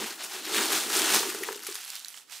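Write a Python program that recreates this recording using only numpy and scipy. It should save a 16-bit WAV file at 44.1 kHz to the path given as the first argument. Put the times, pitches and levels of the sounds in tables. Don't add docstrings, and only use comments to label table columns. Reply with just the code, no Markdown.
import sys
import numpy as np
from scipy import signal
from scipy.fft import rfft, irfft
from scipy.io import wavfile
from scipy.ndimage import uniform_filter1d

SR = 44100
rng = np.random.default_rng(int(sys.argv[2]) if len(sys.argv) > 2 else 0)


def generate_wav(signal):
    frames = np.transpose(np.atleast_2d(signal))
    scaled = np.clip(frames, -1, 1) * 32767
    pcm = np.round(scaled).astype(np.int16)
    wavfile.write(sys.argv[1], SR, pcm)


def makeup_ratio(level_db):
    decades = np.asarray(level_db, float) / 20
    return 10 ** decades


N = 105840


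def level(x):
    return x / np.sqrt(np.mean(x ** 2))


def shape(x, hz, db):
    f = np.maximum(np.arange(N // 2 + 1) * SR / N, 1)
    return irfft(rfft(x) * makeup_ratio(np.interp(np.log(f), np.log(hz), db)), N)


def band(x, hz, width_hz):
    return signal.lfilter(*signal.iirpeak(min(hz, .45 * SR), hz / width_hz, fs=SR), x)


def walk(rate_hz):
    hold = int(SR / rate_hz)
    steps = np.repeat(rng.standard_normal(N // hold + 1), hold)
    return level(uniform_filter1d(steps, hold)[:N])


def fall(t, t60_s):
    return (t >= 0) * np.exp(-np.log(1000) * np.maximum(t, 0) / t60_s)


def pan(db):
    return makeup_ratio(np.array([db / 2, -db / 2]))


def air():
    noise = rng.standard_normal((2, N))
    return makeup_ratio(-70) * level(shape(noise, [30, 300, 3000, 16000], [-10, 7, -11, -70]))


def room(x, t):
    t60_s, gain_db, soft_hz = 0.39, -11.5, 7240
    lag = t[:SR // 2]
    tail = rng.standard_normal((2, len(lag))) * fall(lag - .004, t60_s)
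    tail /= np.sqrt(np.sum(tail ** 2, axis=1, keepdims=True))
    same, apart = signal.fftconvolve(x.mean(axis=0)[None], tail, axes=1)[:, :N]
    apart = shape(apart, [300, 3000, soft_hz, 14000], [-14.0, -6.5, -2, 2.0])
    sides = same + apart * np.array([[1], [-1]])
    return makeup_ratio(gain_db) * shape(sides, [100, soft_hz, 16000], [0, 0, -6])


# start_s, effort_db, bag_contact_db, crispness_db
GRIP = [(0.0, -31.5, -7, -2), (0.066, -35.5, -11, 0.5), (0.125, -38.5, -16, -3), (0.14, -43.5, -13, 0),
        (0.172, -48.5, -4.5, 3.5), (0.2, -36, -20, -7), (0.247, -36.5, -15.5, 3), (0.286, -44.5, -19, 1),
        (0.34, -35, -16, -1.5), (0.385, -38.5, -10.5, -1.5), (0.415, -41.5, -7.5, -2),
        (0.445, -37.5, -13.5, -3.5)]
# start_s, effort_db, bag_contact_db, crispness_db
TUGS = [
    (.43, -37, -6, 0),
    (0.519, -31, -13.5, -1.5),
    (.56, -25.5, -10, -0.5),
    (.62, -25.5, -11, -1),
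    (.69, -30.5, -9, -1),
    (.73, -26.5, -13, 1),
    (.77, -24.5, -12, 0.5),
    (.82, -33.5, -11.5, 2),
    (0.877, -34, -8, 0),
]
# start_s, effort_db, bag_contact_db, crispness_db
YANK = [(0.954, -25.5, -12.5, 2.5), (.99, -26.5, -10.5, 1), (1.07, -26.5, -15.5, -1),
        (1.122, -25, -9, -0.5), (1.145, -22.5, -15, 3.5), (1.167, -21, -11, -2), (1.197, -29.5, -20, 2),
        (1.27, -35.5, -5, 1), (1.299, -35, -8, 3.5), (1.33, -38.5, -4.5, 2.5), (1.42, -41, -3, 3.5)]


def pull():
    return np.array(GRIP + TUGS[1:] + YANK).T


def settle(t):
    gain_db, wall_hz, t60_s, hold_s = -39.5, 211.3, 0.068, .05
    decay = np.where(t < hold_s, 1, fall(t - hold_s, t60_s / 2))
    return makeup_ratio(gain_db) * np.sin(2 * np.pi * wall_hz * t) * decay * np.clip(t / 0.033, 0, 1)


# mode_hz, level_db, t60_s
BAG_MODES = [(223, -11.5, 0.091), (279.4, -6, 0.092), (317, -1, 0.096), (374.7, 0, 0.1), (430.3, -5, 0.12)]


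def rubbing(t):
    rub_db, thud_db = -0.1, -33.5
    start_s, effort_db, contact_db, _ = pull()
    rub = rng.standard_normal(N) * makeup_ratio(2.2 * walk(45))
    body = np.zeros(N)
    for hz, db, t60_s in BAG_MODES:
        body += makeup_ratio(db) * level(band(band(rub, hz, 3.5 / t60_s), hz, 5.5 / t60_s))
    thud = level(shape(rub, [25, 90, 160, 220], [-12, -7.5, 3.0, -20.0]))
    press_db = np.interp(t, start_s, effort_db + contact_db) + rub_db
    leave = np.clip((1.72 - t) / 0.5, 0, 1)
    return (level(body) + makeup_ratio(thud_db / 2) * thud) * makeup_ratio(press_db) * leave


# start_s, peak_db, ring_hz, brightness_db
KNOCKS = [(1.205, -27.5, 399, -34), (1.229, -29, 425, -3.5), (1.252, -35, 405, -12), (1.288, -32, 350, -27),
          (1.347, -30.5, 402, -10), (1.408, -31, 393, -24), (1.421, -29, 380, -24), (1.442, -41, 432, -26),
          (1.486, -29, 430, -2), (1.506, -30.5, 424, -17), (1.529, -36.5, 412, -23),
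          (1.558, -36.5, 410, -20), (1.686, -32, 395, -13), (1.705, -38, 361, -24), (1.729, -49, 393, -14),
          (1.756, -50, 416, -19)]


def knocks(t):
    gain_db, ring_t60_s, tick_t60_s, tick_hz = 0.45, 0.069, 0.026, 1060
    out = np.zeros(N)
    for start_s, db, hz, bright_db in KNOCKS:
        since = t - start_s
        swell = 1 - fall(since, 0.015)
        ring = np.sin(2 * np.pi * hz * since) + .5 * np.sin(2 * np.pi * 1.09 * hz * since)
        ring = ring * fall(since, ring_t60_s)
        tick = level(band(band(rng.standard_normal(N), tick_hz, 600.0), tick_hz, 1300.0))
        tick = tick * fall(since, tick_t60_s)
        out += makeup_ratio(db + gain_db) * swell * (ring + makeup_ratio(bright_db + 11.0) * tick)
    return out


def bag(t):
    return rubbing(t) + settle(t) + knocks(t)


# start_s, peak_db, pitch_hz, t60_s
PINGS = [
    (1.432, -27, 1900, .035),
    (1.447, -36, 2700, .02),
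    (1.454, -36, 3300, .02),
    (1.6665, -36, 1400, .01),
    (1.754, -34, 3400, .01),
    (2.0465, -36, 4160, .015),
    (2.1415, -38, 3010, .02),
]


def pings(t):
    out = np.zeros(N)
    for start_s, db, hz, t60_s in PINGS:
        since = t - start_s
        envelope = (1 - fall(since, 0.0013)) * fall(since, t60_s)
        out += makeup_ratio(db) * np.sin(2 * np.pi * hz * since) * envelope
    return out


# start_s, mids_db, lows_db, highs_db (lows and highs relative to mids)
CRACKS = [(0.042, -37, 2, -11), (0.1063, -37, -5, -10), (0.1291, -43, 2, -10), (0.2413, -40, -5, 1),
          (0.3529, -46, 5, 3), (0.4532, -38, -8, -2), (0.5459, -33, 4, -1), (0.656, -36, 3, 2),
          (0.7071, -34, -4, -3), (0.7197, -34, 5, -3), (0.7266, -32, -9, 3), (0.7378, -31, -1, -6),
          (0.7619, -30, -11, -5), (0.8312, -37, 0, -11), (0.8367, -36, -2, 0), (0.9731, -36, 1, 8),
          (0.9945, -28, -3, -3), (1.0437, -30, -5, -6), (1.0927, -33, 1, -6), (1.1034, -27, 0, -6),
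          (1.1463, -29, 1, 3), (1.1626, -27, -5, -8), (1.1714, -33, 6, 0), (1.2937, -37, -4, -13),
          (1.3014, -44, 7, 7), (1.3473, -37, -4, -1)]
# start_s, mids_db, lows_db, highs_db, length_s
SNAPS = [(1.4323, -37.0, -2.0, 0.0, 0.016), (1.4362, -35.0, 4.0, -2.0, 0.008),
         (1.4452, -44.0, 4.0, 1.0, 0.014), (1.4757, -43.0, -5.0, -11.0, 0.008),
         (1.4994, -44.0, -3.0, -5.0, 0.006), (1.5208, -42.0, 0.0, -8.0, 0.007),
         (1.5274, -38.0, -3.0, -5.0, 0.007), (1.5474, -46.0, -2.0, -7.0, 0.004),
         (1.5577, -41.0, -7.0, -9.0, 0.009), (1.5628, -43.0, -5.0, -2.0, 0.008),
         (1.5929, -46.0, 1.0, -3.0, 0.009), (1.6227, -46.0, -6.0, -3.0, 0.009),
         (1.6348, -43.0, -3.0, 2.0, 0.006), (1.6484, -45.0, -11.0, -3.0, 0.005),
         (1.6673, -34.0, -1.0, -1.0, 0.009), (1.6714, -38.0, -10.0, 0.0, 0.009),
         (1.676, -43.0, 0.0, 4.0, 0.009), (1.7022, -47.0, -9.0, 2.0, 0.005),
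         (1.7129, -44.0, -3.0, 4.0, 0.009), (1.7257, -38.0, -10.0, -9.0, 0.009),
         (1.7448, -41.0, -7.0, 3.0, 0.007), (1.7546, -33.0, -5.0, -3.0, 0.005),
         (1.7632, -45.0, 1.0, 1.0, 0.005), (1.7877, -46.0, 2.0, 0.0, 0.009),
         (1.8411, -45.0, -5.0, -2.0, 0.005), (1.8478, -40.0, -15.0, -2.0, 0.009),
         (1.8518, -50.0, -10.0, 7.0, 0.009), (1.8788, -43.0, -4.0, -4.0, 0.007),
         (1.9023, -33.0, -8.0, -7.0, 0.007), (1.9543, -37.0, -10.0, -4.0, 0.006),
         (1.9944, -47.0, -15.0, 2.0, 0.005), (2.0472, -37.0, -15.0, -9.0, 0.006),
         (2.0576, -45.0, -2.0, -4.0, 0.008), (2.0832, -38.0, -14.0, -2.0, 0.005),
         (2.0915, -48.0, -9.0, 1.0, 0.009), (2.1028, -55.0, 0.0, 8.0, 0.005),
         (2.1433, -47.0, 0.0, -7.0, 0.008), (2.1744, -49.0, 1.0, -6.0, 0.009),
         (2.1828, -49.0, -8.0, -5.0, 0.006), (2.2985, -52, -1, -5, 0.009)]


def cracks(t):
    bag_length_s, rise_t60_s, tail_t60_s, tail_db, gain_db = .005, .0005, 0.05, -24, 1.5
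    out, lag = np.zeros(N + SR), t[:SR // 8]
    mids_lows_highs_hz = (3500, 8000), (1300, 3500), (8000, 12200)
    filters = [signal.butter(2, hz, "band", fs=SR, output="sos") for hz in mids_lows_highs_hz]
    folds = [(*row, bag_length_s) for row in CRACKS] + list(SNAPS)
    for start_s, db, lows_db, highs_db, length_s in folds:
        decay = fall(lag, length_s) + makeup_ratio(tail_db) * fall(lag, tail_t60_s)
        burst = rng.standard_normal(len(lag)) * (1 - fall(lag, rise_t60_s)) * decay
        for sos, colour_db in zip(filters, (0, lows_db, highs_db)):
            part = signal.sosfilt(sos, burst)
            part /= part[:SR // 250].std()
            out[int(start_s * SR):][:len(lag)] += part * makeup_ratio(db + colour_db + gain_db)
    return out[:N]


def ticks(t):
    ticks_per_s, scatter_db, top_db, t60_s = 300, 3, 9, 0.002
    chance = rng.random((2, N))
    size_db = np.minimum(-scatter_db * np.log(chance[1] + 1e-9), top_db)
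    hits = (chance[0] < ticks_per_s / SR) * makeup_ratio(size_db)
    clicks = signal.fftconvolve(hits, fall(t[:SR // 100], t60_s))[:N] * rng.standard_normal(N)
    return level(shape(clicks, [600, 2500, 9000, 16000], [-17, 1.5, 7, -36.0]))


# band_hz, density_db (per Hz)
PAPER = [(290, -8), (500, -14), (847, 1), (1000, -9.5), (1500, 4.5), (1800, -6), (3000, -1), (9120, -7.5),
         (15000, -12)]


def crinkle(t, free):
    grains_per_s, scatter_db, top_db, grain_cycles = 6000, 8, 10, 2.2
    spread_db, wide_hz, tick_db = 2, 12000, -8
    bag_clump_db, loose_clump_db = .9, 1.6
    paper_hz, paper_db = np.array(PAPER).T
    out = np.zeros((2, N))
    clump_db = bag_clump_db + (loose_clump_db - bag_clump_db) * free
    clump_db = clump_db * (walk(300) + .5 * walk(100)).clip(-3, 2)
    hiss_gain = makeup_ratio(-1 - 6 * free)
    for hz in 420 * 2 ** np.arange(0, 5.5, .33):
        chance = rng.random((3, N))
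        size_db = np.minimum(-scatter_db * np.log(chance[1] + 1e-9), top_db)
        hits = chance[0] < grains_per_s / 5 / SR * min(hz / 3000, 1)
        snaps = hits * makeup_ratio(size_db) * np.sign(chance[2] - .5)
        snaps = snaps * pan(spread_db * min(hz / wide_hz, 1) * rng.standard_normal(N))
        width_hz = hz / grain_cycles
        grains = level(band(band(snaps, hz, width_hz), hz, width_hz))
        hiss = level(band(band(rng.standard_normal(N), hz, width_hz), hz, width_hz))
        mix = (grains + hiss_gain * hiss) / np.sqrt(1 + hiss_gain ** 2)
        band_db = np.interp(np.log(hz), np.log(paper_hz), paper_db) + 10 * np.log10(hz)
        out += makeup_ratio(band_db + 1.45 * walk(39.57)) * mix
    return level(level(out * makeup_ratio(clump_db)) + makeup_ratio(tick_db) * ticks(t))


# start_s, effort_db, left_minus_right_db
CARRY = [
    (1.42, -43, 1.0),
    (1.499, -40.5, 2.5),
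    (1.6, -46, 1),
    (1.682, -39, 0),
    (1.886, -43.5, -4),
    (1.965, -39, -3),
    (2.02, -49.5, -4.5),
    (2.14, -51, -6.5),
]
# start_s, effort_db, left_minus_right_db
DROP = [
    (2.168, -45, -6),
    (2.21, -53, -5),
    (2.26, -64.5, -6),
    (2.294, -56, -9),
    (2.3, -48.5, -7),
    (2.33, -40.5, -6.5),
    (2.36, -42, -6.5),
    (2.4, -48.5, -4),
]


def paper(t):
    in_bag_pan_db, thin_hz, thin_db = .4, 1490, -4.5
    pull_s, pull_db, _, crisp_db = pull()
    carry_s, carry_db, side_db = np.array(CARRY + DROP).T
    free = np.clip((t - 1.3) / 0.32, 0, 1)
    sound = crinkle(t, free * (t < DROP[2][0]))
    thin = shape(sound, [thin_hz / 3, thin_hz * 2], [thin_db * 2, 0])
    crisp = makeup_ratio(np.interp(t, pull_s, crisp_db)) - 1
    top = shape(sound, [3000, 9000], [-20, 0]) * crisp * (1 - free)
    effort_db = np.interp(t, np.r_[pull_s, carry_s[1:]], np.r_[pull_db, carry_db[1:]])
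    rustle = ((1 - free) * sound + free * thin + top) * makeup_ratio(effort_db)
    place_db = np.interp(t, carry_s, np.r_[in_bag_pan_db, side_db[1:]])
    return (rustle + cracks(t) + pings(t)) * pan(place_db)


def scene():
    t = np.arange(N) / SR
    near = paper(t) + bag(t)
    return near + room(near, t) + air()


def band_limit(x):
    return signal.sosfilt(signal.butter(12, 16750, fs=SR, output="sos"), x)


def record(dry):
    top_hz, low_hz = 15600, 75
    cut = signal.sosfilt(signal.ellip(10, .2, 50, top_hz, fs=SR, output="sos"), dry)
    cut = signal.sosfilt(signal.butter(2, low_hz, "high", fs=SR, output="sos"), cut)
    return band_limit(cut)


dry = scene()
out = record(dry)
generate_wav(out)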